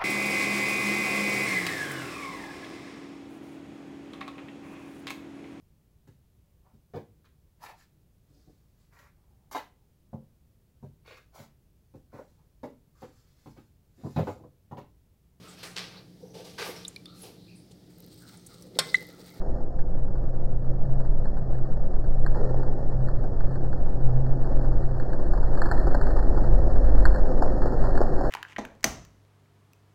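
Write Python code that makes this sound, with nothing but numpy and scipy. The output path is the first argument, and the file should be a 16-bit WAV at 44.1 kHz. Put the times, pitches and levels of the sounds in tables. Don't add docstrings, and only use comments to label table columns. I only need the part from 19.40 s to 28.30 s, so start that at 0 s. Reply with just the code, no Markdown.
import sys
import numpy as np
from scipy import signal
from scipy.fft import rfft, irfft, next_fast_len
from scipy.io import wavfile
from scipy.ndimage import uniform_filter1d, map_coordinates

SR = 44100
rng = np.random.default_rng(int(sys.argv[2]) if len(sys.argv) > 2 else 0)


def int16_out(signal):
    q = np.round(np.clip(np.atleast_2d(signal).T, -1, 1) * 32767)
    wavfile.write(sys.argv[1], SR, q.astype(np.int16))


N = 392490

# time_s, load_0_to_1
DRUM_LOAD = [(0, 0.08), (2.8, 0.29), (4.8, 0.41), (6, 0.52), (7.05, 0.76), (7.14, 0.98), (7.3, 0.87),
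             (7.75, 0.92), (7.95, 0.5), (8.5, 0.63), (8.9, 0)]
# pitch_hz, gain_db
THROB_COLOUR = [(3, 9), (20, -30.5), (28, -17.5), (40, -36.5), (66, -120)]
# pitch_hz, gain_db
BOOM_COLOUR = [(18, -13), (26, -9.5), (34, 2.5), (55, -5.5), (68, -12), (80, -15.5), (130, -40.5),
               (200, -120)]
# pitch_hz, gain_db
AIR_COLOUR = [(50, -64.5), (80, -5), (115, 2), (148, -7.5), (167, 2.5), (177, -3.5), (187, 1), (205, -9),
              (300, -59)]
# time_s, level_db
MAIN_HUM_LEVELS = [(0, -48), (1.56, -30), (1.96, -40.5), (2.15, -31.5), (2.58, -42), (2.75, -34),
                   (3.08, -30), (3.5, -37), (3.62, -26), (3.99, -42), (4.11, -28), (4.49, -38),
                   (4.78, -24.5), (5.15, -33), (5.57, -29.5), (5.7, -40.5), (6.3, -35), (6.9, -39.5),
                   (7.14, -28.5), (7.34, -43), (8.9, -41.5)]
# pitch_hz, width_hz, idle_db, full_load_adds_db
MACHINE_TONES = [(6.89, .93, -23.5, 7), (15.15, 1.5, -20.5, 3), (42.04, 2.5, -44.5, 24)]
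# time_s, low_hum_db, whine_db
THIN_TONE_LEVELS = [(0, -47, -52.5), (2.9, -44.5, -54.5), (3.05, -46, -42.5), (3.6, -39, -55.5),
                    (5, -45.5, -52.5), (6.8, -38.5, -51), (7.2, -32.5, -39), (7.55, -34, -40),
                    (7.9, -46.5, -39.5), (8.2, -32.5, -47), (8.6, -37, -44), (8.9, -47, -48)]
# pitch_hz, width_hz
THIN_TONE_PITCHES = [(96.5, 1.5), (512, 1.5)]
# time_s, roar_db, patter_db
BEAN_LEVELS = [(0, -33, -55.5), (.3, -41, -61.5), (1.7, -39.5, -56), (2.9, -38.5, -55.5), (3.1, -35, -55),
               (3.44, -38, -54.5), (4.6, -36.5, -54.5), (5.13, -34.5, -50.5), (5.55, -36, -52.5),
               (6.1, -34, -48.5), (6.25, -32, -42.5), (6.7, -32, -45), (7.06, -31.5, -48.5),
               (7.6, -30, -43), (7.75, -30.5, -46), (7.96, -28.5, -48), (8.2, -29.5, -44),
               (8.7, -28.5, -44), (8.9, -28.5, -39.5)]
# pitch_hz, gain_db
ROAR_COLOUR = [(82, -32), (140, -2), (156, -14.5), (204, -9), (263, -5.5), (312, -8.5), (350, -5.5),
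               (450, -11), (520, -7), (745, -13), (823, -16.5), (1090, -30), (1200, -27.5), (1560, -39.5),
               (2640, -120)]
# pitch_hz, gain_db
PATTER_COLOUR = [(470, -32.5), (800, -14), (1080, -14), (1660, -15), (1830, -12), (1900, -12), (2470, -50),
                 (4180, -120)]
# start_s, clink_peak_db, hardness_0_to_1
BEAN_KNOCKS = [(0.3898, -35, 1), (0.546, -45, 1), (.7554, -40.5, 0.7), (1.6, -40.5, .5), (1.65, -40.5, 0.7),
               (1.856, -34, 0.9), (1.97, -41.5, 0.4), (2.8637, -21.5, .95), (2.9471, -33, 0.7),
               (3.2312, -33.5, 0.5), (3.6858, -28, 0.9), (3.8406, -35, 0.9), (4.0066, -30, 0.9),
               (4.1567, -35, .7), (4.3295, -31.5, 1), (5.0454, -35.5, 0.8), (5.2453, -37.5, 0.3),
               (5.3191, -36.5, 0.5), (5.599, -28, 1), (5.732, -30, 1), (5.8607, -37.5, 0.8),
               (5.9354, -29.5, .3), (5.975, -34.5, 0.3), (6.0301, -34.5, 0.3), (6.1299, -39, .4),
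               (6.175, -25.5, 0.6), (6.2181, -16, 0.5), (6.2571, -25.5, 0.4), (6.3141, -14, 0.7),
               (6.4702, -29, 0.1), (6.5462, -19.5, 0.6), (6.6135, -24, 0.6), (6.669, -24.5, .4),
               (6.7661, -32, 0.1), (6.7976, -36.5, .2), (6.976, -34.5, 0), (7.036, -37.5, .2),
               (7.654, -11.5, 0.6), (7.7598, -28, 0.5), (8.0216, -27.5, 0), (8.2197, -26, 0.5),
               (8.2596, -32, 0.5), (8.3231, -36, 0), (8.4404, -29.5, 0), (8.5761, -21.5, 0.4),
               (8.6179, -24.5, 0.2), (8.8507, -32, 0)]
# pitch_hz, width_hz, gain_db
CLINK_RINGS = [(1200, 420, -5), (1630, 380, 0)]
# pitch_hz, width_hz, gain_db
WALL_RINGS = [(330, 71, -1.5), (605, 35, -6.5), (826, 260, 7)]
# start_s, peak_db, pitch_hz
WALL_THUDS = [(2.969, -26.5, 382), (3.014, -22.5, 397), (3.144, -24, 584), (4.408, -33, 288),
              (6.474, -20, 353), (6.548, -16, 627), (6.689, -21, 508), (6.947, -24, 556), (6.973, -25, 272),
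              (7.624, -20.5, 522), (8.025, -13.5, 675), (8.061, -21, 539), (8.258, -18, 528),
              (8.606, -12.5, 404), (8.615, -11.5, 590), (8.811, -17, 667)]
# pitch_hz, width_hz, gain_db
TRAY_RINGS = [(423, 32, 6), (533, 34, 2.5), (815, 110, -7), (1410, 95, -16), (1790, 170, -15)]
# pitch_hz, fade_s
ROOM_FADES = [(200, 0.24), (800, 0.97), (1900, 1)]
# pitch_hz, gain_db
TREBLE_CUT = [(1700, 0), (1890, -4), (1912, -8), (1925, -26), (1980, -36), (2040, -120)]
# multiple_of_beat, depth_db
RATE_BEATS = [(1, -65), (3, -78), (4, -90)]
# pitch_hz, gain_db
HISS_COLOUR = [(1900, -0.5), (2300, -8), (3500, -16.5), (8000, -18.5), (15000, -25)]

SLOW_SAMPLES_PER_S, TREBLE_EDGE_HZ, BEAT_HZ, TOP_HZ = 6000, 1912, 3900, 15700


def machine():
    load, = curves(DRUM_LOAD)
    throb = amp(-25.5) * coloured(rng.standard_normal(N), THROB_COLOUR)
    boom = amp(-35 + 15.5 * load) * coloured(rng.standard_normal(N), BOOM_COLOUR)
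    air = amp(-40.5) * coloured(rng.standard_normal(N), AIR_COLOUR)
    return throb + boom + air


def machine_hums():
    load, = curves(DRUM_LOAD)
    main_db, = curves(MAIN_HUM_LEVELS)
    out = hum(main_db + 1.6 * wobble(per_s=10), hz=128.7, width_hz=1.5)
    for hz, width_hz, idle_db, load_db in MACHINE_TONES:
        out += hum(idle_db + load_db * load + 2.5 * wobble(per_s=4), hz, width_hz)
    for level_db, (hz, width_hz) in zip(curves(THIN_TONE_LEVELS), THIN_TONE_PITCHES):
        out += hum(level_db + 1.6 * wobble(per_s=4), hz, width_hz)
    return out


def tumbling_beans():
    roar_db, patter_db = curves(BEAN_LEVELS)
    patter = tiny_hits(per_s=90, spread_db=2, fade_s=.06)
    slide = tiny_hits(per_s=500, spread_db=1.2, fade_s=.27)
    roar = coloured(slide + .3 * patter, ROAR_COLOUR)
    far_beans = .9 * rng.standard_normal(N)
    return amp(roar_db) * roar + amp(patter_db) * coloured(patter + far_beans, PATTER_COLOUR)


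def bean_knocks():
    out = np.zeros(N + SR)
    (low_hz, low_width_hz, low_db), high_ring = CLINK_RINGS
    for start_s, peak_db, hardness in BEAN_KNOCKS:
        contact = ringing([(low_hz, low_width_hz, low_db - 10 * hardness), high_ring])
        clink = strike(lambda f: contact(f) / (1 + 1j * f / TREBLE_EDGE_HZ) ** 2, fade_s=.026, blow=8)
        wall = strike(ringing(WALL_RINGS), fade_s=.11, blow=9.3)
        wall_db = -.5 + .66 * peak_db - 13 * hardness
        out[round(start_s * SR):][:len(clink)] += amp(peak_db) * clink + amp(wall_db) * wall
    return out[:N]


def wall_thuds():
    out = np.zeros(N + SR)
    for start_s, peak_db, hz in WALL_THUDS:
        wall = ringing([(hz, .51 * hz, 0)])
        thud = amp(peak_db) * strike(lambda f: wall(f) ** 2, fade_s=.07, blow=40)
        out[round(start_s * SR):][:len(thud)] += thud
    return out[:N]


def arm_scrape(start_s=2.94, rise_s=.004, fade_s=2.23):
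    age_s = np.maximum(np.arange(N) / SR - start_s, 0)
    loudness = (1 - np.exp(-age_s / rise_s)) * amp(-31.5 - 60 * age_s / fade_s)
    rubbing = tiny_hits(per_s=120, spread_db=2, fade_s=.097)
    return loudness * normalised(filtered(rubbing, ringing(TRAY_RINGS)))


def room_echo(x):
    hz, t, noise = signal.stft(rng.standard_normal(SR), SR, nperseg=512)
    fade = amp(-60 * t / look_up(ROOM_FADES, hz)[:, None])
    tail = signal.istft(noise * fade, SR, nperseg=512)[1]
    dull_tail = filtered(tail, lambda f: f < TREBLE_EDGE_HZ)[:SR]
    return signal.fftconvolve(x, normalised(dull_tail) / np.sqrt(SR))[:N]


def hum(level_db, hz, width_hz):
    drift = np.cumsum(rng.standard_normal(N)) * np.sqrt(2 * np.pi * width_hz / SR)
    phase = 2 * np.pi * hz * np.arange(N) / SR + uniform_filter1d(drift, size=1500)
    return amp(level_db) * np.sqrt(2) * np.sin(phase)


def tiny_hits(per_s, spread_db, fade_s):
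    when, size = rng.random((int(per_s * N / SR), 2)).T
    hits = np.bincount((when * N).astype(int), amp(-2 * spread_db * np.log(1 - size)), N)
    power = signal.lfilter([1], [1, -amp(-120 / (fade_s * SR))], hits)
    return normalised(np.sqrt(np.abs(power)) * rng.standard_normal(N))


def strike(response, fade_s, blow):
    t = np.arange(8192) / SR
    push = amp(-60 * t / fade_s) * (1 - np.exp(-t / .0015)) * rng.standard_normal(len(t))
    push[0] = blow
    ring = irfft(rfft(push) * response(np.fft.rfftfreq(len(t), 1 / SR)))
    return ring / np.abs(ring).max()


def ringing(rings):
    return lambda f: sum((-1) ** k * amp(db) * 1j * f * width / (hz * hz - f * f + 1j * f * width)
                         for k, (hz, width, db) in enumerate(rings))


def wobble(per_s):
    points = rng.standard_normal(int(N * per_s / SR) + 4)
    return map_coordinates(points, [np.arange(N) * per_s / SR])


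def coloured(x, colour):
    return normalised(filtered(x, lambda hz: amp(look_up(colour, hz))))


def filtered(x, response):
    size = next_fast_len(N + SR // 2)
    return irfft(rfft(x, size) * response(np.fft.rfftfreq(size, 1 / SR)), size)[:N]


def curves(table):
    time_s, *columns = np.transpose(table)
    return [np.interp(np.arange(N) / SR, time_s, column) for column in columns]


def look_up(table, hz):
    pitches, values = np.transpose(table)
    return np.interp(np.log(hz + 1), np.log(pitches + 1), values)


def normalised(x):
    return x / np.sqrt(np.mean(x ** 2) + 1e-20)


def amp(db):
    return 10 ** (np.asarray(db) / 20)


def scene():
    hits = bean_knocks() + wall_thuds()
    roaster = machine() + machine_hums() + tumbling_beans() + arm_scrape()
    return (roaster + hits + amp(-23) * room_echo(hits))[None]


def record(dry):
    dull = filtered(dry[0], lambda hz: amp(look_up(TREBLE_CUT, hz)))
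    t, fine_t = np.arange(N) / SR, np.arange(4 * N) / (4 * SR)
    sparse_t = np.arange(int(t[-1] * SLOW_SAMPLES_PER_S) + 1) / SLOW_SAMPLES_PER_S
    sparse = map_coordinates(dull, [sparse_t * SR], order=3)
    lines = np.interp(fine_t, sparse_t, sparse)
    joined = signal.resample_poly(lines, 1, 4)
    beats = sum(amp(db) * np.cos(2 * np.pi * multiple * BEAT_HZ * t) for multiple, db in RATE_BEATS)
    beating = joined * (1 + beats)
    hiss = amp(-88.5) * coloured(rng.standard_normal(N), [(1800, -120)] + HISS_COLOUR)
    return filtered(beating + hiss, lambda hz: hz < TOP_HZ)[None]


dry = scene()
out = record(dry)
int16_out(out)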